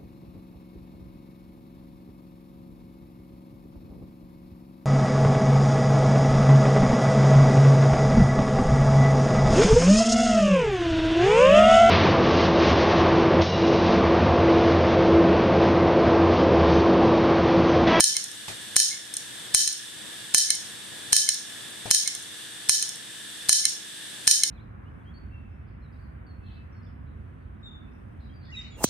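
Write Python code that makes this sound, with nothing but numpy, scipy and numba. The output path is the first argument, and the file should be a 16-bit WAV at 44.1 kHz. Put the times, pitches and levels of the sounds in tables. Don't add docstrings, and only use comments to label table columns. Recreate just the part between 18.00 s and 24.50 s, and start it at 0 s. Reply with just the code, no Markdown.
import sys
import numpy as np
from scipy import signal
from scipy.fft import rfft, irfft, next_fast_len
from scipy.io import wavfile
from scipy.ndimage import uniform_filter1d, minimum_filter1d, map_coordinates
from numba import njit

SR = 44100
rng = np.random.default_rng(int(sys.argv[2]) if len(sys.argv) > 2 else 0)


def transcribe(signal):
    frames = np.atleast_2d(signal).T
    limited = np.clip(frames, -1, 1)
    pcm = np.round(limited * 32767).astype(np.int16)
    wavfile.write(sys.argv[1], SR, pcm)


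N = 286650

RETRIES = [(0.0056, 1, 8.5, 0.161, -3, 0.074), (0.765, 2.5, 7, None, None, None),
           (1.547, 3.5, None, 0.129, -2, 0.051), (2.3462, 2, 6.5, 0.1578, 2, 0.048),
           (3.1296, 2.5, 7.5, 0.16, 3.5, 0.053), (3.9113, 0.5, 5.5, 0.1643, -4.5, 0.075),
           (4.6945, 1.5, None, 0.131, -5, 0.066), (5.4932, 2.5, 10, 0.16, 3, 0.042),
           (6.2764, 2, 10.5, 0.1585, 3.5, 0.042)]
# start in seconds, relative level in dB,
# brightness in dB per octave.
LATE_TICKS = [(1.1395, -16, 5), (1.1679, -11, 0)]
# pitch in Hz, relative level in dB, time to fall 60 dB in
# seconds, left minus right in dB.
ARM_MODES = [(1742.5, -23, 0.045, -12.5), (3060, -24, 0.049, 5), (4133, -12.5, 0.031, -8.5),
             (5366, -3.5, 0.011, -9.5), (5790, -8, 0.017, -14), (6538, -4.5, 0.016, -14.5),
             (6860, -20, 0.027, -5), (7850, -5, 0.0036, -17), (8926, -2, 0.012, 1), (9230, 0, .012, 4.5),
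             (10530, -14, 0.0068, -11)]
# pitch in Hz, relative level in dB.
CHASSIS_MODES = [(1731, -8.5), (3098, -5), (4074, -6), (4231, -9), (5341, -3), (5410, -3), (5498, -5),
                 (5771, -25), (6452, -16), (6533, -18), (6672, -4), (8884, -11), (8949, -4.5), (9218, -3),
                 (10260, -11)]
# pitch in Hz, relative level in dB, time to fall 60
# dB in seconds.
SPLASH_MODES = [(174, -29, 0.018), (963, 2, 0.0049), (2170, 6, 0.0034)]
# frequency in Hz, relative density in dB per Hz.
WASH_SPECTRUM = [(1200, -31.5), (1730, -16.5), (2300, -21), (3400, -13.5), (4100, -2), (5000, -4.5),
                 (5400, 4), (6100, 0), (6550, 4.5), (7600, -8.5), (9000, 4), (9800, -8), (11600, -14),
                 (14000, -21)]
# frequency in Hz, time to fall 60 dB in seconds.
ROOM_DECAY = [(1500, 0.38), (5000, 0.42), (9000, 0.35), (14000, 0.36)]
# frequency in Hz, left minus right in dB.
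WALL_LEAN = [(1700, -2.5), (3100, 2), (4200, 0), (6600, -3.5), (8000, -2), (9200, 7), (11000, 2.5)]
# start in seconds, thud level in dB, brush level in dB.
BUMPS = [(0.481, -37.5, -32), (3.855, -34, -38)]
# frequency in Hz, relative density in dB per Hz.
DESK_SPECTRUM = [(30, -30), (75, -8), (110, -4), (200, -4), (900, -2), (1300, -24), (4000, -28),
                 (14000, -60)]
# centre in Hz, width in Hz, relative level in dB.
WINDAGE = [(1716, 167, 0.5), (2926, 340, -6.5), (3525, 317, 2.5), (4720, 800, -8.5), (5800, 770, -12.5),
           (8070, 1250, -5.5), (8970, 280, -2), (10400, 400, -18), (13200, 830, -28)]
# frequency in Hz, relative density in dB per Hz.
FAN_SPECTRUM = [(25, -31), (60, -14), (110, 0), (170, -0.5), (270, -2.5), (400, -5), (600, -7),
                (1300, -9.5), (2500, -9.5), (5000, -50)]
# pitch in Hz, relative level in dB.
HUM_LINES = [(119.8, -68), (209.5, -64), (261, -66), (313, -60), (365.6, -67.5), (479.2, -68.5)]
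# frequency in Hz, correlation from 0 to 1.
LIKENESS = [(60, 0.26), (150, 0.96), (380, 0.3), (950, 0.48), (2380, 0.43), (5980, 0.13), (15000, 0.067)]
# frequency in Hz, left minus right in dB.
STEADY_LEAN = [(100, 13), (350, 14), (500, -0.5), (1200, 0.5), (1700, -2.5), (2400, 0.5), (3600, -1.5),
               (5500, 1.5), (7500, -2.5), (9200, 4.5), (11000, 3.5), (14000, 2.5)]
# frequency in Hz, gain in dB.
MICROPHONE = [(10000, 0), (11600, 2), (12300, -2), (14000, 0.5)]

LEAD = 0.006
RISE = 0.0003
REBOUND_S = 0.0354
BOUNCES = 2
BOUNCE_DB, BOUNCE_LOSS_DB = -15.5, 10.5
REBOUND_TILT, LANDING_TILT, BOUNCE_TILT = -2.7, -4.06, 0.5
CHIRP_S, CHIRP_DB = 0.146, -38.5
DESK_HZ, DESK_T60, DESK_DB = 108, 0.2, -0.5
TOP_HZ = 14300


def head_arm(slam_db, splash_db, tick_db):
    track = np.zeros((2, N))
    walls = noise(WASH_SPECTRUM, SR // 2)
    snap = strike(crack_db=-9.5, crack_t60=0.013, spread=0.46)
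    for s, db, *_ in RETRIES:
        slam = contact(walls, snap, snap_db=-17, metal_db=-35.5, room_db=-19.5)
        add(track, s - LEAD, swing(scrape_db=-21.0, push_db=-31.5, lead=LEAD))
        add(track, s, amp(db + slam_db) * slam)
        add(track, s, amp(db + splash_db) * splash(lean_db=17))
    for s, db, tilt_db in light_contacts():
        tick = contact(walls, snap, snap_db=-15.0, metal_db=-36, room_db=-19.5)

        def colour(hz):
            tilt = amp(tilt_db * np.log2((hz + 100) / 7000))
            bass_cut = (hz ** 2 / (hz ** 2 + 1650 ** 2)) ** 2
            return tilt * bass_cut

        add(track, s, amp(db + tick_db) * filtered(tick, colour))
    return track


def light_contacts():
    contacts = list(LATE_TICKS)
    for s, _, rebound_db, swing_s, db, flight_s in RETRIES:
        if rebound_db is not None:
            contacts.append((s + REBOUND_S, rebound_db, REBOUND_TILT))
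        if swing_s is None:
            continue
        landing = s + swing_s
        contacts.append((landing, db, LANDING_TILT))
        for k in range(BOUNCES):
            db = min(db - BOUNCE_LOSS_DB, BOUNCE_DB)
            contacts.append((landing + (k + 1) * flight_s, db, BOUNCE_TILT))
    return [each for each in contacts if each[0] < N / SR]


def contact(walls, usual_snap, snap_db, metal_db, room_db):
    t = np.arange(walls.shape[1]) / SR
    wash = room(walls, fresh=0.24, lumpy_db=1.5) * (1 - 0.4 * np.exp(-t / 0.009))
    ring = amp(metal_db) * chassis(t, t60=0.45, vary_db=3.0)
    sound = filtered(ring + amp(room_db) * wash, lambda hz: pan(along(WALL_LEAN, hz)))
    own_snap = strike(crack_db=-1.5, crack_t60=0.017, spread=0.58)
    add(sound, 0, amp(snap_db) * unit(usual_snap + 0.32 * own_snap))
    return sound * (1 - np.exp(-t / RISE))


def strike(crack_db, crack_t60, spread):
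    t = np.arange(SR // 20) / SR
    crack = noise([(600, -12), (2000, -1.0), (9500, 1.0), (14000, -3.5)], len(t))
    snap = amp(crack_db - 60 * t / crack_t60) * crack
    for hz, db, t60, lean_db in ARM_MODES:
        phase = rng.uniform(0, 2 * np.pi) + spread * rng.standard_normal((2, 1))
        mode = amp(db - 60 * t / t60) * np.sin(2 * np.pi * hz * t + phase)
        snap = snap + pan(lean_db) * mode
    return unit(snap)


def chassis(t, t60, vary_db):
    hz, db = np.transpose(CHASSIS_MODES + CHASSIS_MODES)
    hz = hz + rng.normal(0, 11.8, len(hz))
    strength = amp(db + vary_db * rng.standard_normal((2, len(hz))))
    weight = strength * np.exp(2j * np.pi * rng.random((2, len(hz))))
    ringing = (weight @ np.exp(2j * np.pi * np.outer(hz, t))).real
    return ringing * amp(-60 * t / t60)


def room(walls, fresh, lumpy_db):
    size = walls.shape[1]
    blow = unit(walls + fresh * noise(WASH_SPECTRUM, size))
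    hz, age, z = signal.stft(blow, SR, nperseg=256)
    decay = amp(-60 * age / along(ROOM_DECAY, hz)[:, None])
    wash = signal.istft(z * decay, SR, nperseg=256)[1][:, :size]
    return wash * amp(lumpy_db * wobble(459.6, size))


def splash(lean_db):
    t = np.arange(SR // 20) / SR
    modes = 0
    for k, (hz, db, t60) in enumerate(SPLASH_MODES):
        modes = modes + (-1) ** k * amp(db - 60 * t / t60) * np.sin(2 * np.pi * hz * t)
    return pan(lean_db) * modes * (1 - np.exp(-t / RISE))


def swing(scrape_db, push_db, lead):
    u = np.linspace(0, 1, round(lead * SR))
    friction = noise([(1500, -29), (4500, 3.5), (6500, -4), (9000, 2.5), (12000, -17)], len(u))
    scrape = amp(scrape_db) * friction * u ** 0.017
    push = amp(push_db) * pan(13) * np.sin(np.pi * u ** 3)
    return scrape + push


def voice_coil(pitch_hz, length, echo_db, echo_t60):
    track, t = np.zeros((2, N)), np.arange(SR // 4) / SR
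    fade = np.clip(np.minimum(t, length - t) / 0.0024, 0, 1)
    tone = np.sqrt(2) * np.sin(2 * np.pi * pitch_hz * t) * fade
    driven = [s for s, _, rebound_db, *_ in RETRIES if rebound_db is not None]
    for s in driven:
        walls = rng.standard_normal((2, len(t))) * amp(-60 * t / echo_t60)
        walls = walls / np.linalg.norm(walls[0])
        echo = signal.fftconvolve(tone[None], walls, axes=1)[:, :len(t)]
        add(track, s + CHIRP_S, amp(CHIRP_DB) * (tone + amp(echo_db) * echo))
    return track


def hand(thud_t60, brush_t60):
    track, t = np.zeros((2, N)), np.arange(SR // 2) / SR
    boom = amp(DESK_DB - 60 * t / DESK_T60) * np.sin(2 * np.pi * DESK_HZ * t)
    for s, thud_db, brush_db in BUMPS:
        blow = amp(-60 * t / thud_t60) * noise(DESK_SPECTRUM, len(t))[0]
        thud = amp(thud_db) * pan(10) * (blow + boom)
        skin = noise([(500, -1.5), (4000, -0.5), (9000, -7), (14000, -21.0)], len(t))
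        brush = amp(brush_db - 60 * t / brush_t60) * skin
        add(track, s, (thud + brush) * (1 - np.exp(-t / 0.00048)))
    return track


def spinning(whine_db, fan_db, hum_db, whine_waver_db, fan_waver_db, drift):
    t = np.arange(N) / SR

    def resonances(hz):
        power = 0
        for centre, width, db in WINDAGE:
            damping = (hz * width) ** 2
            power = power + amp(db) ** 2 * damping / ((centre * centre - hz * hz) ** 2 + damping)
        return np.sqrt(power)

    whine = amp(whine_db + whine_waver_db * wobble(8.6)) * rush(resonances)
    fan = amp(fan_db + fan_waver_db * wobble(3.88)) * rush(lambda hz: amp(along(FAN_SPECTRUM, hz)))
    hum = 0
    for hz, db in HUM_LINES:
        line = np.sin(2 * np.pi * hz * t + drift * wobble(5))
        hum = hum + amp(db + hum_db) * np.sqrt(2) * line
    return filtered(whine + fan + hum, lambda hz: pan(along(STEADY_LEAN, hz)))


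def rush(response):
    def mid_side(hz):
        turn = np.arccos(np.clip(along(LIKENESS, hz), -1, 1)) / 2
        return response(hz) * np.array([np.cos(turn), np.sin(turn)])

    mid, side = filtered(rng.standard_normal((2, N)), mid_side)
    return unit(np.array([mid + side, mid - side]))


def noise(spectrum, size):
    return unit(filtered(rng.standard_normal((2, size)), lambda hz: amp(along(spectrum, hz))))


def wobble(rate, size=N):
    knots = rng.standard_normal(int(size * rate / SR) + 4)
    return map_coordinates(knots, [np.arange(size) * rate / SR])


def filtered(x, response):
    n = x.shape[-1]
    m = next_fast_len(n + 8192)
    return irfft(rfft(x, m) * response(np.fft.rfftfreq(m, 1 / SR)), m)[..., :n]


def pan(lean_db):
    pair = amp(np.array([[.5], [-.5]]) * lean_db)
    return pair / np.sqrt(np.mean(pair ** 2, axis=0))


def along(points, hz):
    f, v = np.transpose(points)
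    return np.interp(np.log(hz + 1), np.log(f + 1), v)


def amp(db):
    return 10 ** (np.asarray(db) / 20)


def unit(x):
    return x / np.sqrt(np.mean(x ** 2) + 1e-20)


def add(track, s, sound):
    start = max(round(s * SR), 0)
    track[:, start:start + sound.shape[1]] += sound[:, :N - start]


def scene():
    arm = head_arm(slam_db=11, splash_db=-2, tick_db=-2.5)
    chirps = voice_coil(pitch_hz=2150, length=0.027, echo_db=-1.0, echo_t60=0.29)
    bumps = hand(thud_t60=0.17, brush_t60=0.3)
    steady = spinning(whine_db=-39.0, fan_db=-51.0, hum_db=-0.5,
                      whine_waver_db=0.5, fan_waver_db=2.5, drift=0.89)
    return arm + chirps + steady + bumps


@njit
def follow(need, attack, release):
    out, held = np.zeros(len(need)), 0.0
    for i in range(len(need)):
        held += (need[i] - held) / (1 + (attack if need[i] > held else release))
        out[i] = held
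    return out


def gain_control(x, limit_db, attack, hold, release, slow_share, slow_release):
    span = max(round(hold * SR), 1)
    peak = -minimum_filter1d(-np.abs(x).max(axis=0), size=span, origin=(span - 1) // 2)
    over_db = np.maximum(20 * np.log10(peak + 1e-9) - limit_db, 0)
    share = np.clip(slow_share, 0, 1)
    fast_cut = follow(over_db, attack * SR, release * SR)
    slow_cut = follow(over_db, attack * SR, slow_release * SR)
    cut_db = (1 - share) * fast_cut + share * slow_cut
    return x * amp(uniform_filter1d(minimum_filter1d(-cut_db, size=17), size=17))


def record(dry):
    held = gain_control(dry, limit_db=2, attack=0.00006, hold=0.0048, release=0.033,
                        slow_share=0.4, slow_release=0.28)

    def colour(hz):
        notch_db = -5.9 * np.exp(-((hz - 4860) / 110) ** 2)
        return amp(along(MICROPHONE, hz) + notch_db) * (hz < TOP_HZ)

    return filtered(np.clip(held, -1, 1), colour)


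dry = scene()
out = record(dry)
transcribe(out)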